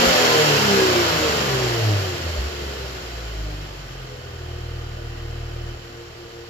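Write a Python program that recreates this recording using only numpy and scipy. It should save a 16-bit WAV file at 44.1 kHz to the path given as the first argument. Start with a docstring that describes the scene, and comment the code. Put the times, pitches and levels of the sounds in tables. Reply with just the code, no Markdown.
"""In a garage, beside the tailpipe of a six-cylinder petrol car. The revs fall from a hard blip to a
quiet idle, which throbs under load for a moment and then eases. The note of the firing cylinders booms
as it slides through resonances (pitches that the pipe and room favour). Belt-driven parts whine, uneven
cylinders growl, gas rumbles, rasps and hisses, the valves tick, and the muffler gives a few dull thumps.
Hard walls and floor smear the rasp, hiss and ticks."""
import sys
import numpy as np
from scipy import signal
from scipy.fft import rfft, irfft
from scipy.io import wavfile

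SR = 44100
rng = np.random.default_rng(int(sys.argv[2]) if len(sys.argv) > 2 else 0)


def int16_out(signal):
    """Quantize to a 16-bit WAV file."""
    q = np.round(np.clip(np.atleast_2d(signal).T, -1, 1) * 32767)
    wavfile.write(sys.argv[1], SR, q.astype(np.int16))


N = 286209
TIME = np.arange(N) / SR
STEP = 200  # samples between updates of slowly changing values
SLOW_TIME = TIME[::STEP]
CYLINDERS = 6
PIPE_LAG, JET_LAG = 13, 22  # samples by which pipe notes and gas jet reach the right ear late

# engine speed as firings per second: a blip, a long fall, then idle (t/s, f/Hz)
FIRING_RATE = [(0, 266.5), (.1, 264.5), (.25, 243.7), (.6, 212.1), (.8, 192.6), (1.2, 158.2), (1.6, 127.3),
               (2.2, 84.12), (2.5, 73.13), (3.2, 56.42), (3.8, 45.4), (4.1, 41.95), (4.4, 40.05),
               (5, 38.75), (5.8, 38.87), (6.49, 38.7)]
# how hard the engine works: it catches itself above idle, pulls, then runs free (t/s, load 0-1)
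ENGINE_LOAD = [(3.3, 0), (3.45, 0.15), (3.8, 0.27), (4.0, 0.5), (4.25, 0.5), (4.42, 0.64), (4.47, 0.76),
               (5.7, 0.79), (5.8, 0.36), (5.93, 0.1), (6.2, 0)]
# loudness rules, one each for 1, 2 and 3 times the firing rate
# (level/dB at free idle, rise/dB per doubling of gas flow, rise/dB at full load)
BOOM_RULES = [(-3, 2.5, 23), (-23, 9.5, 18.5), (-19, 4, 15)]
# the same three columns for the growl and the gas noises
GROWL_RULE = (-62, 13.7, 5.8)
RUMBLE_RULE = (-48, 8.6, 2.5)
RASP_RULE = (-51.5, 8.5, 9)
HISS_RULE = (-43, 11.8, 0.72)
# resonances of exhaust and garage that the firing note booms in (f/Hz, width/Hz, level/dB)
BOOM_RESONANCES = [(54, 4.8, -28), (67.3, 8.2, -33.5), (80.8, 6.7, -24.5), (99, 9.7, -25.5),
                   (106.5, 13.2, -22.5), (130.2, 16.4, -29), (162.4, 3.7, -29), (209.4, 13, -34),
                   (248.7, 18, -33.5), (313.5, 7.9, -20), (354.3, 13.6, -15.5), (380, 40, -15.5),
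                   (453, 16.7, -10), (520, 52, -21.5), (675, 250, -28)]
# pitches at which wall echoes cancel the firing note (f/Hz, width/Hz, depth/dB)
ECHO_DIPS = [(40.8, 2, 13.5), (85, 3.5, 10), (188, 2.3, 9), (302, 4.6, 3), (360.8, 2.2, 19),
             (424.3, 2.8, 9), (449.3, 5.4, 31), (518, 4.3, 11)]
# standing waves in the tailpipe and muffler (f/Hz, width/Hz, level/dB)
PIPE_RESONANCES = [(69, 87, 6.5), (118.5, 15, 8.5), (154, 18, 6.5), (163, 9.5, -2), (233, 7, 4),
                   (296, 12, -22), (366, 85, 2.5), (453.8, 8.5, 10.5), (510.5, 25, 8), (596, 20, 9.5),
                   (653, 140, -2), (775, 6.3, 10), (949, 11, 3), (1030, 240, -5), (1170, 360, -0.5),
                   (1330, 13, 0), (1460, 16, 0)]
# engine tones that sing out as they pass a resonance
# (multiple of the firing rate, level/dB, resonance f/Hz, width/octaves, roughness 0-1)
ENGINE_TONES = [(1 / 3, -44, 70, .25, .3), (1 / 2, -35.5, 90, .36, .3), (1 / 2, -42, 60, .1, .3),
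                (2 / 3, -33, 177, .04, .3), (2 / 3, -29, 145, .07, .3), (2 / 3, -33, 120, .2, .3),
                (1, -25, 201, .04, .2), (4 / 3, -33, 300, .07, .4), (4 / 3, -34, 250, .06, .3),
                (3 / 2, -37, 210, .08, .3), (5 / 3, -33, 400, .05, .3), (5 / 3, -33, 318, .04, .3),
                (3, -39, 440, .12, .3), (3, -41, 720, .08, .7), (3, -44, 150, .06, .3),
                (4, -32.5, 457, .05, .2), (4, -34, 385, .13, .2), (4, -35, 595, .09, .35),
                (5, -40, 360, .08, .2), (11 / 2, -37, 1250, .11, .8), (6, -38.5, 680, .09, .35),
                (6, -41, 405, .06, .2), (6, -43, 362, .05, .3), (6, -44.5, 305, .06, .4),
                (7.2, -34, 1204, .02, .2), (9, -49, 590, .2, .8), (9, -46, 351, .04, .42),
                (10, -47, 416, .04, .5), (12, -50, 468, .13, .55), (12, -50.5, 680, .12, .8)]
# tones of the belt-driven parts, with the same five columns
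BELT_TONES = [(4.33, -36, 1040, .06, .7), (4.33, -35, 885, .04, .6), (8.65, -38, 2250, .06, .7),
              (8.65, -32, 1665, .022, .3), (8.65, -44, 1350, .3, .8), (11.8, -37, 2590, .06, .6),
              (12.95, -32, 2760, .009, .2), (12.95, -35.5, 2850, .15, .85), (12.95, -37, 2290, .025, .4),
              (12.95, -40.5, 2000, .18, .6), (17.3, -37, 4550, .08, .7), (17.3, -45, 2400, .3, .7),
              (17.9, -38, 4450, .1, .7), (17.9, -38.5, 2910, .04, .6), (19.9, -43, 3600, .2, .7)]
# tone colour of gas swirling in the muffler (f/Hz, level/dB)
RUMBLE_COLOUR = [(20, -20), (30, -7), (50, -5.5), (110, -2), (220, -9), (360, 6), (500, 5), (750, 1),
                 (1200, -13), (3000, -47)]
# tone colour of gas scraping the pipe mouth (f/Hz, level/dB)
RASP_COLOUR = [(480, 7), (660, 11), (950, -2.5), (1200, 6.5), (1390, 6.5), (1480, 12.5), (1580, 0),
               (1850, 3.5), (2420, -11), (2580, 4.5), (2760, 0), (3120, 8), (3500, -15), (8000, -27)]
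# tone colour of hiss and ticking (f/Hz, left level/dB, right level/dB)
HISS_COLOUR = [(255, -0.5, -4), (553, 3, -3.5), (775, 4.5, 0), (950, 0, 1), (1430, 4, 2), (2410, -1.5, 2),
               (3130, -2.5, 5.5), (3460, -4, -2.5), (4590, -4.5, 3.5), (5735, 1.5, -7.5), (5920, -8, -20),
               (6960, 0, -13.5), (8210, -18.5, -18), (10280, -22.5, -28), (12500, -8, -27.5),
               (14040, -19.5, -43), (15500, -30, -39.5)]
# dull knocks in the muffler (t/s, f/Hz, level/dB, decay time/s)
MUFFLER_THUMPS = [(0, 235, -15, 0.059), (0.056, 65, -11.5, 0.021), (2.372, 65.3, -9.5, 0.038),
                  (5.701, 61.86, -28, 0.038)]


def from_db(db):
    """Turn decibels into a number to multiply a sound by."""
    return 10 ** (np.asarray(db) / 20)


def normalise(x):
    """Scale a sound so that its average strength (rms) is 1."""
    return x / np.sqrt(np.mean(x ** 2))


def wander(rate, times=TIME):
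    """Drift smoothly to a new random value `rate` times a second."""
    points = rng.standard_normal(512)
    return np.interp(times * rate, np.arange(len(points)), points)


def ears(x, lag):
    """The sound reaches the right ear `lag` samples after the left."""
    return np.array([x, np.pad(x, (lag, 0))[:N]])


def loudness(rule, hz, load):
    """A level in dB that rises with gas flow and with load."""
    idle_db, doubling_db, load_db = rule
    flow = hz / np.hypot(hz, 230)  # the flow levels off around 230 firings a second
    return idle_db + doubling_db * np.log2(flow / flow.min()) + load_db * load


def resonance_db(hz):
    """How loud exhaust and garage make each pitch, with dips where echoes cancel it."""
    power = sum(from_db(db) ** 2 / (1 + 2 * ((hz - centre) / width) ** 2) ** 2
                for centre, width, db in BOOM_RESONANCES)
    dips = sum(depth / (1 + ((hz - centre) / width) ** 2) ** 2 for centre, width, depth in ECHO_DIPS)
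    return 10 * np.log10(power) - dips


def boom(cycle, hz, load):
    """Each firing pushes and sucks air at the pipe mouth. Load makes these putts more even."""
    shake_db = 2 * (1 - 0.49 * load) * wander(25.09)
    slips = (0, load - 1, 0)  # radians: without load the second tone slips and the putts blur
    out = np.zeros(N)
    for k, (rule, slip) in enumerate(zip(BOOM_RULES, slips), 1):
        resonance = np.interp(TIME, SLOW_TIME, resonance_db(k * hz[::STEP]))
        size = from_db(loudness(rule, hz, load) + resonance + shake_db)
        out -= np.sqrt(2) * size * np.sin(2 * np.pi * k * CYLINDERS * cycle + slip)
    return out


def pipe_gain(hz):
    """How strongly the exhaust passes each pitch: its resonances add in power."""
    return np.sqrt(sum(from_db(db) ** 2 / (1 + (2 * (hz - centre) / width) ** 2)
                       for centre, width, db in PIPE_RESONANCES))


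def rough_tone(turns, size, rough, flutter_hz):
    """A steady tone plus a random part that swells and cancels it; `rough` (0-1) sets the mix."""
    scatter = wander(flutter_hz, SLOW_TIME) + 1j * wander(flutter_hz, SLOW_TIME)
    gain = np.sqrt(1 - rough ** 2) + rough * scatter / np.std(scatter)
    angle = 2 * np.pi * turns + np.interp(TIME, SLOW_TIME, np.unwrap(np.angle(gain)))
    return -np.interp(TIME, SLOW_TIME, size * np.abs(gain)) * np.sin(angle)


def whine(table, cycle, hz, flutter_hz):
    """Tones follow the engine speed, swelling and dipping as they slide through resonances."""
    out = np.zeros(N)
    for multiple, db, centre_hz, octaves, rough in table:
        pitch = multiple * hz[::STEP]
        nearness = np.exp(-.5 * (np.log2(pitch / centre_hz) / octaves) ** 2)
        size = np.sqrt(2) * from_db(db) * nearness * pipe_gain(pitch) / pipe_gain(centre_hz)
        out += rough_tone(multiple * CYLINDERS * cycle, size, rough, flutter_hz)
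    return out


def growl(cycle, hz, uneven_db, bank_db, crank_db):
    """Unequal cylinders add tones at multiples of the cycle rate, which the pipe then shapes."""
    out = np.zeros(N)
    for k in range(5, 50):
        if k % CYLINDERS == 0 and k <= 3 * CYLINDERS:
            continue  # these three tones are the boom
        if k % (CYLINDERS // 2) == 0:  # in step with a bank of three cylinders
            db = bank_db
        else:
            db = uneven_db if k % 2 else crank_db
        size = pipe_gain(k * hz[::STEP] / CYLINDERS) * from_db(db)
        out += rough_tone(k * cycle + rng.random() * (k % 2), size, rough=0.95, flutter_hz=20)
    return out


def puffs(cycle, depth):
    """Gas noise that swells with each firing."""
    return rng.standard_normal(N) * (1 + depth * np.cos(2 * np.pi * CYLINDERS * cycle))


def colour(x, table, column=1):
    """Shape a sound with a tone colour table, fading out the bass below its first row."""
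    table = np.array(table)
    hz = np.arange(N // 2 + 1) * SR / N
    gain = from_db(np.interp(np.log(hz + 1), np.log(table[:, 0]), table[:, column]))
    bass_fade = np.minimum(hz / table[0, 0], 1) ** 2
    return irfft(rfft(x) * gain * bass_fade, N)


def rumble(cycle, puff_depth):
    """Gas swirls in the muffler, pumped by the firings. Its bass is alike at both ears."""
    middle = colour(puffs(cycle, puff_depth), RUMBLE_COLOUR)
    bass_cut = signal.butter(1, 2400, "high", fs=SR, output="sos")
    side = signal.sosfilt(bass_cut, colour(rng.standard_normal(N), RUMBLE_COLOUR))
    return normalise(ears(middle, PIPE_LAG) + np.array([side, -side]))


def garage(x, echo_db):
    """Add a short, dense tail of echoes off the hard surfaces around the pipe."""
    t = TIME[:SR // 4]
    tail = rng.standard_normal(len(t)) * np.exp(-np.log(1000) * t / 0.22)  # 60 dB down in 0.22 s
    return x + from_db(echo_db) * signal.oaconvolve(x, tail / np.linalg.norm(tail))[:N]


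def rasp(cycle):
    """Gas scrapes the pipe mouth at each firing and reaches each ear off different walls."""
    jet = colour(puffs(cycle, depth=0.63), RASP_COLOUR)
    return normalise(np.array([garage(side, echo_db=7.5) for side in ears(jet, JET_LAG)]))


def ticks(cycle, hz, scatter_db=1.5, per_cycle=240):
    """Valves and gas jets strike at the same points in every cycle, never quite equally hard."""
    points, signs = rng.random(per_cycle), rng.choice([-1, 1], per_cycle)
    strikes = (np.arange(int(cycle[-1]) + 1)[:, None] + points).ravel()
    samples = np.searchsorted(cycle, strikes[strikes < cycle[-1]])
    sizes = np.resize(signs, len(samples)) * from_db(scatter_db * rng.standard_normal(len(samples)))
    return normalise(np.bincount(samples, sizes, N) / np.sqrt(hz))


def hiss_and_ticks(cycle, hz):
    """Hissing gas puffs with each firing, the valves tick through it, and both echo off the walls."""
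    gas = from_db(-6) * ears(puffs(cycle, depth=0.18), JET_LAG) + rng.standard_normal((2, N))
    echoed = [garage(side + from_db(-2) * ticks(cycle, hz), echo_db=-9) for side in gas]
    sound = np.array([colour(echoed[ear], HISS_COLOUR, column=1 + ear) for ear in range(2)])
    dull = signal.sosfilt(signal.butter(1, 3500, fs=SR, output="sos"), sound)
    treble_gain = from_db(-2 * hz.min() / hz)  # slow gas makes less treble
    return normalise(dull + treble_gain * (sound - dull))


def thumps(rise_s=0.022):
    """Late-burning gas gives the muffler a few soft, low knocks."""
    out = np.zeros(N)
    for start, hz, db, decay in MUFFLER_THUMPS:
        age = np.maximum(TIME - start, 0)
        swell = 1 - np.exp(-(age / rise_s) ** 2)
        out += from_db(db) * np.sin(2 * np.pi * hz * age) * swell * np.exp(-age / decay)
    return out


def scene():
    """Mix it all: speed sets the engine's pitches; speed and load set how loud boom, growl and gas are."""
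    hz = np.interp(TIME, *np.transpose(FIRING_RATE))
    load = np.interp(TIME, *np.transpose(ENGINE_LOAD))
    cycle = np.cumsum(hz) / SR / CYLINDERS  # in one cycle the crank turns twice and each cylinder fires

    def gain(rule):
        return from_db(loudness(rule, hz, load))

    notes = boom(cycle, hz, load)
    notes += from_db(0.7) * whine(ENGINE_TONES, cycle, hz, flutter_hz=22)
    notes += gain(GROWL_RULE) * growl(cycle, hz, uneven_db=-7.5, bank_db=-6, crank_db=-2.5)
    belt = np.array([whine(BELT_TONES, cycle, hz, flutter_hz=35) for ear in range(2)])
    noises = gain(RUMBLE_RULE) * rumble(cycle, puff_depth=0.28 + 0.26 * load)
    noises += gain(RASP_RULE) * rasp(cycle)
    noises += gain(HISS_RULE) * hiss_and_ticks(cycle, hz)
    return ears(notes + thumps(), PIPE_LAG) + belt + noises


def record(dry):
    """Cut the highest treble, above 15600 Hz, as a phone does."""
    return signal.sosfilt(signal.ellip(10, .2, 80, 15600, fs=SR, output="sos"), dry)


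dry = scene()
out = record(dry)
int16_out(out)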